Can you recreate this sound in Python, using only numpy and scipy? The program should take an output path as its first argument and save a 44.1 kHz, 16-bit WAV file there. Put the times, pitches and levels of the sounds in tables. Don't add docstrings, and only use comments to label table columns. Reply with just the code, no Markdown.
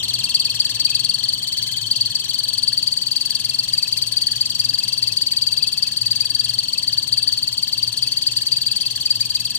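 import sys
import numpy as np
from scipy import signal
from scipy.fft import rfft, irfft, next_fast_len
from scipy.io import wavfile
from scipy.ndimage import uniform_filter1d

SR = 44100
rng = np.random.default_rng(int(sys.argv[2]) if len(sys.argv) > 2 else 0)


def inscribe(sig):
    pcm = np.round(np.clip(np.atleast_2d(sig).T, -1, 1) * 32767)
    wavfile.write(sys.argv[1], SR, pcm.astype(np.int16))


N = 422478
USUAL_DB = -10.5


def gain_of(db):
    return 10 ** (np.asarray(db) / 20)


def evened(x):
    return x / np.sqrt(np.mean(x ** 2) + 1e-20)


def read(points, hz):
    f, value = np.transpose(points)
    return np.interp(np.log(hz + 1), np.log(f + 1), value)


def resonate(x, hz, width):
    return signal.lfilter(*signal.iirpeak(hz, hz / width, SR), x)


def wobble(span_s):
    size = max(int(span_s * SR), 1)
    return evened(uniform_filter1d(uniform_filter1d(rng.standard_normal(N), size), size))


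def stereo_noise(spectrum, likeness, lean):
    size = next_fast_len(N)
    hz = np.fft.rfftfreq(size, 1 / SR)
    left, other = rfft(rng.standard_normal((2, size)))
    same = np.clip(read(likeness, hz), -1, 1)
    right = (same * left + np.sqrt(1 - same ** 2) * other) / gain_of(read(lean, hz))
    return evened(irfft(np.array([left, right]) * gain_of(read(spectrum, hz)), size)[:, :N])


def burner(drift_db):
    # f/Hz, level/dB
    spectrum = [(15, -54), (25, -40), (48, -13.5), (80, -10.5), (99, -19), (114, 1), (147, -7.5),
                (247, -14), (297, -12.5), (334, -23), (438, -21), (751, -25.5), (967, -19), (1400, -26),
                (1820, -90), (3080, -120)]
    # f/Hz, likeness (1 = the same)
    likeness = [(60, 1), (180, 0.96), (550, 0.68), (1650, -0.11), (4970, 0.23), (15000, -0.11)]
    # f/Hz, left minus right/dB
    lean = [(60, 2.5), (150, 1.5), (380, 3), (950, -0.5), (2380, 4), (5980, 6.5), (15000, 7.0)]
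    note_hz, width_hz = 113, 7.7
    ringing = resonate(rng.standard_normal(N), note_hz, width_hz)
    note = gain_of(-47.5) * evened(resonate(ringing, note_hz, 3 * width_hz))
    roar = gain_of(-45) * stereo_noise(spectrum, likeness, lean)
    return (roar + note * gain_of([[1.1], [-1.1]])) * gain_of(drift_db)


def room_tail():
    # f/Hz, time to fade by 60 dB/s
    ring_times = [(1500, 0.53), (4600, 0.72), (9000, 0.29), (14000, 0.13)]
    # f/Hz, level over the tail/dB
    glint = [(4500, 8), (6500, 17), (9000, 21.5), (14000, 21)]
    glint_fade_s, left_right_db = 0.044, (-14.5, -9)
    size, gap = SR // 3, 20
    starts = np.arange(2 * gap, size - gap, gap)
    at = starts + rng.integers(0, gap, (2, len(starts)))
    echoes = np.zeros((2, size))
    np.put_along_axis(echoes, at, rng.choice([-1., 1.], at.shape), 1)
    hz, t, bands = signal.stft(echoes, SR, nperseg=128)
    slow = gain_of(-60 * t / read(ring_times, hz)[:, None])
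    quick = gain_of(read(glint, hz)[:, None] - 60 * t / glint_fade_s)
    bright, plain = (signal.istft(bands * fade, SR, nperseg=128)[1] for fade in (slow + quick, slow))
    return bright * gain_of(left_right_db)[:, None] / np.linalg.norm(plain, axis=1, keepdims=True)


def kitchen(x):
    # delay/s, level/dB
    echoes_left = [(.001525, -18.5), (.00196, -10), (.00282, -41), (.004715, -14.5), (.00527, -29.5),
                   (.00577, -19.5), (.0085, -12.5), (.01226, -12), (.0150, -44)]
    # delay/s, level/dB
    echoes_right = [(.00149, -8.5), (.00194, -31), (.0024, -10.5), (.0035, -4.5), (.00501, -24),
                    (.0076, -1), (.0092, -27)]
    sway_hz, echo_top_hz = 1.3, 6050
    sway = 2 * np.pi * sway_hz * np.arange(N) / SR
    wash = sum(signal.oaconvolve((x * share)[None], room_tail(), axes=1)[:, :N]
               for share in (np.sin(sway), np.cos(sway)))
    at, band = np.arange(1024), 2 * echo_top_hz / SR
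    soft_click = lambda late: band * np.sinc(band * late) * np.exp(-(late / 14) ** 2)
    near = [sum(gain_of(db) * soft_click(at - s * SR) for s, db in port)
            for port in (echoes_left, echoes_right)]
    direct = at == 0
    return signal.oaconvolve(x[None], np.array(near) + direct, axes=1)[:, :N] + wash


def far_port(x):
    # f/Hz, level/dB
    colour = [(500, -35), (2000, 2.5), (3200, -2), (4100, 0), (4600, 0.5), (5200, -5), (7500, -1),
              (9200, -4), (10500, -6.5), (13000, 2.5), (16000, -14)]
    hz = np.linspace(0, SR / 2, 257)
    shade = signal.firwin2(127, hz, gain_of(read(colour, hz)), fs=SR)
    return np.roll(signal.oaconvolve(x, shade, "same"), 4)


def surges():
    # t/s, crest f/Hz, sag f/Hz, share of time spent falling, level/dB
    trend = [(-0.069, 4532, 2767, 0.79, -7.5), (0.453, 4567, 2520, 0.64, -9.5),
             (0.953, 4580, 2471, 0.62, -6.5), (1.432, 4568, 2950, 0.58, -10),
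             (1.918, 4573, 2818, 0.59, -10), (2.391, 4594, 2726, 0.58, -7.5), (2.879, 4626, 2700, 0.57, -9),
             (3.356, 4590, 2600, 0.57, -11.0), (3.83, 4630, 2563, 0.57, -11.0),
             (4.318, 4606, 2670, 0.59, -10.5), (4.788, 4638, 2579, 0.59, -11.5),
             (5.27, 4646, 2564, 0.56, -9.5), (5.78, 4662, 2506, 0.61, -10),
             (6.257, 4628, 2615, 0.54, -11.0), (6.734, 4590, 2651, 0.54, -9.5),
             (7.228, 4624, 2650, 0.56, -10), (7.732, 4613, 2700, 0.59, -11.5),
             (8.223, 4637, 2614, 0.51, -11.5), (8.718, 4638, 2624, 0.62, -11.0),
             (9.207, 4638, 2580, 0.54, -12.5), (9.705, 4614, 2667, 0.6, -13)]
    # t/s, lift of the crest/Hz, extra level/dB
    strong = [(0.242, 25, -1.3), (0.349, 67, -1.8), (0.453, 50, -1.5), (1.915, 41, -1), (2.584, 4.5, -2),
              (2.682, 44, -2), (2.78, 33, -1.5), (2.877, 46, -2), (3.166, 11, 1), (3.592, 51, -0.8),
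              (3.737, 30, -0.5), (4.172, 60, -0.5), (4.271, 5, 1), (4.413, 38, -0.8), (4.648, 28, -1.5),
              (4.693, 30, -1.3), (4.743, 10.6, 1), (4.79, 5.8, 1.5), (5.03, 28.6, 0), (5.078, 52, -1.7),
              (5.473, 31, 0.1), (5.577, 30.4, 0.1), (5.63, 50, 0.7), (5.829, 40, 0.1), (6.21, 48, -0.7),
              (6.4, 70, -0.7), (6.982, 32, -0.5), (7.131, 59, 0.1), (7.18, 20, 0.5), (7.23, 5, 0),
              (7.281, 44, -0.5), (7.833, 59, -1), (8.029, 51, -0.8), (8.272, 39, 0.5), (8.371, 24, 1.5),
              (8.524, 54, 1.7), (8.669, 44, -0.8), (8.814, 46, -1.5), (9.059, 38, -0.5), (9.109, 54, -0.2),
              (9.213, 44.5, 0.1), (9.355, 50, 0.1)]
    sag_per_lift, db_per_lift_hz = 2.2, 0.0579
    rows = np.arange(10 * (len(trend) - 1) + 1) / 10
    s, crest_hz, sag_hz, falling, db = (np.interp(rows, np.arange(len(trend)), column)
                                        for column in np.transpose(trend))
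    late, lift, sag, fall, level = rng.standard_normal((len(s), 5)).T
    s = s + 0.000843 * late
    lift_hz = np.minimum(-12 + 22 * lift, 25.1)
    extra_db = 0.18 * level
    strong_s, strong_hz, strong_db = np.transpose(strong)
    nearest = abs(s[:, None] - strong_s).argmin(axis=0)
    s[nearest], lift_hz[nearest], extra_db[nearest] = strong_s, strong_hz, strong_db
    return (s, crest_hz + lift_hz, sag_hz - sag_per_lift * lift_hz + 70 * sag,
            falling + 0.0397 * fall, db + db_per_lift_hz * lift_hz + extra_db)


def flutter():
    crest_s, crest_hz, sag_hz, falling, db = surges()
    t = np.arange(N) / SR
    sag_s = crest_s[:-1] + np.clip(falling[:-1], .1, .9) * np.diff(crest_s)
    ends_s = np.ravel([crest_s[:-1], sag_s], "F")
    ends_hz = np.ravel([crest_hz[:-1], sag_hz[:-1]], "F")
    ends = np.arange(len(ends_s))
    turns = np.interp(t, ends_s, ends / 2)
    half = np.floor(2 * turns)
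    eased = half + (1 - np.cos(np.pi * (2 * turns - half))) / 2
    eased -= 0.0661 * np.sin(2 * np.pi * eased)
    eased += .02 * np.sin(np.pi * eased)
    return turns % 1, np.interp(eased, ends, ends_hz), np.interp(t, crest_s, db)


def steam_hiss(turn, surge_db, drift_db):
    # share of the turn after the crest, level/dB
    puff = [(0, 3.5), (.15, -3), (.35, -8.5), (.55, -18.5), (.72, 3), (.8, 1.5), (.9, 11), (1, 8)]
    # f/Hz, level/dB
    spectrum = [(700, -32), (1450, -21.5), (1750, -13), (2500, -5), (4000, -8), (5500, 4), (7000, -1),
                (9300, -6.5), (11500, -10.5), (14000, -14), (16000, -16.5)]
    follows = 0.15
    size = next_fast_len(N)
    colour = gain_of(read(spectrum, np.fft.rfftfreq(size, 1 / SR)))
    hiss = irfft(rfft(rng.standard_normal(size)) * colour, size)[:N]
    puff_db = np.interp(turn, *np.transpose(puff)) + follows * (surge_db - USUAL_DB)
    return gain_of(-35.5 + puff_db + drift_db + 2 * wobble(0.0025)) * evened(hiss)


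def whistle(turn, hz, surge_db, sag_db):
    # f/Hz, note level/dB, first overtone level/dB, second overtone level/dB
    voicing = [(2000, -15, -49, -44), (2700, -27.5, -28.5, -41), (3247, -17, -34, -52),
               (3440, -18.5, -23, -58), (3856, -17, -21, -36), (4310, -5, -18, -31.5),
               (4501, -10, -24.5, -33), (4580, -1, -17, -25.5), (4700, -2, -25, -31)]
    # f/Hz, width/Hz, level/dB
    spout = [(1751, 180, -54.5), (2670, 78, 8.5), (2710, 165, 7), (3194, 360, 8), (4590, 37, 1),
             (5820, 106, 13)]
    (under_hz, under_width, under_db), *resonances = spout
    pull_hz = sum(.45 * (hz - f) * np.exp(-((hz - f) / (1.5 * width)) ** 2)
                  for f, width, _ in resonances[:3])
    hz = hz - pull_hz
    phase = 2 * np.pi * np.cumsum(hz + 22 * wobble(0.00145)) / SR
    sagging = (1 - np.cos(2 * np.pi * turn)) / 2
    level_db = (1 - sagging) * surge_db + sagging * (sag_db - 16.5 + 1.96 * wobble(0.011))
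    level_db += 1.2 * np.sin(2 * np.pi * turn)
    pitches, *partials_db = np.transpose(voicing)
    tone = np.zeros(N)
    for k, db in enumerate(partials_db):
        held_back_db = 0.51 * k * (surge_db - USUAL_DB)
        flicker_db = (1.77 + 0.44 * k) * wobble(0.0011)
        tone += gain_of(np.interp(hz, pitches, db) - held_back_db + flicker_db) * np.cos((k + 1) * phase)
    tone *= gain_of(level_db)
    under = resonate(resonate(np.cos(phase / 2), under_hz, under_width), under_hz, 180)
    undertone = gain_of(under_db + 5.1 * wobble(0.0084)) * evened(under)
    ringing = sum((gain_of(db) - 1) * resonate(tone, f, width) for f, width, db in resonances)
    return tone + undertone + ringing


def scene():
    # t/s, level in the sags/dB, hiss level/dB, right side turned down/dB, burner level/dB
    drift = [(0.0, 5, 1, 7.5, 2), (1.2, 1, -3, 10.5, 0.5), (1.6, 2.5, -3, 8, -1), (3.001, -0.5, -3, 11, -1),
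             (3.5, 0, -0.5, 9, -0.5), (5.3, 0, -1.5, 10.5, -0.5), (7.1, -0.5, -4, 10, -1),
             (8.2, 1, -1.5, 9, -1), (9.58, 0.5, -2.5, 8.5, -1)]
    s, *columns = np.transpose(drift)
    sag_db, hiss_db, pan_db, burner_db = (np.interp(np.arange(N) / SR, s, c) for c in columns)
    turn, hz, surge_db = flutter()
    kettle = whistle(turn, hz, surge_db, sag_db) + steam_hiss(turn, surge_db, hiss_db)
    left, right = kitchen(kettle)
    return np.array([left, far_port(right) / gain_of(pan_db)]) + burner(burner_db)


def record(dry):
    low_pass = signal.firwin(1023, cutoff=15830, window=("kaiser", 9), fs=SR)
    return signal.oaconvolve(dry, low_pass[None], "same")


dry = scene()
out = record(dry)
inscribe(out)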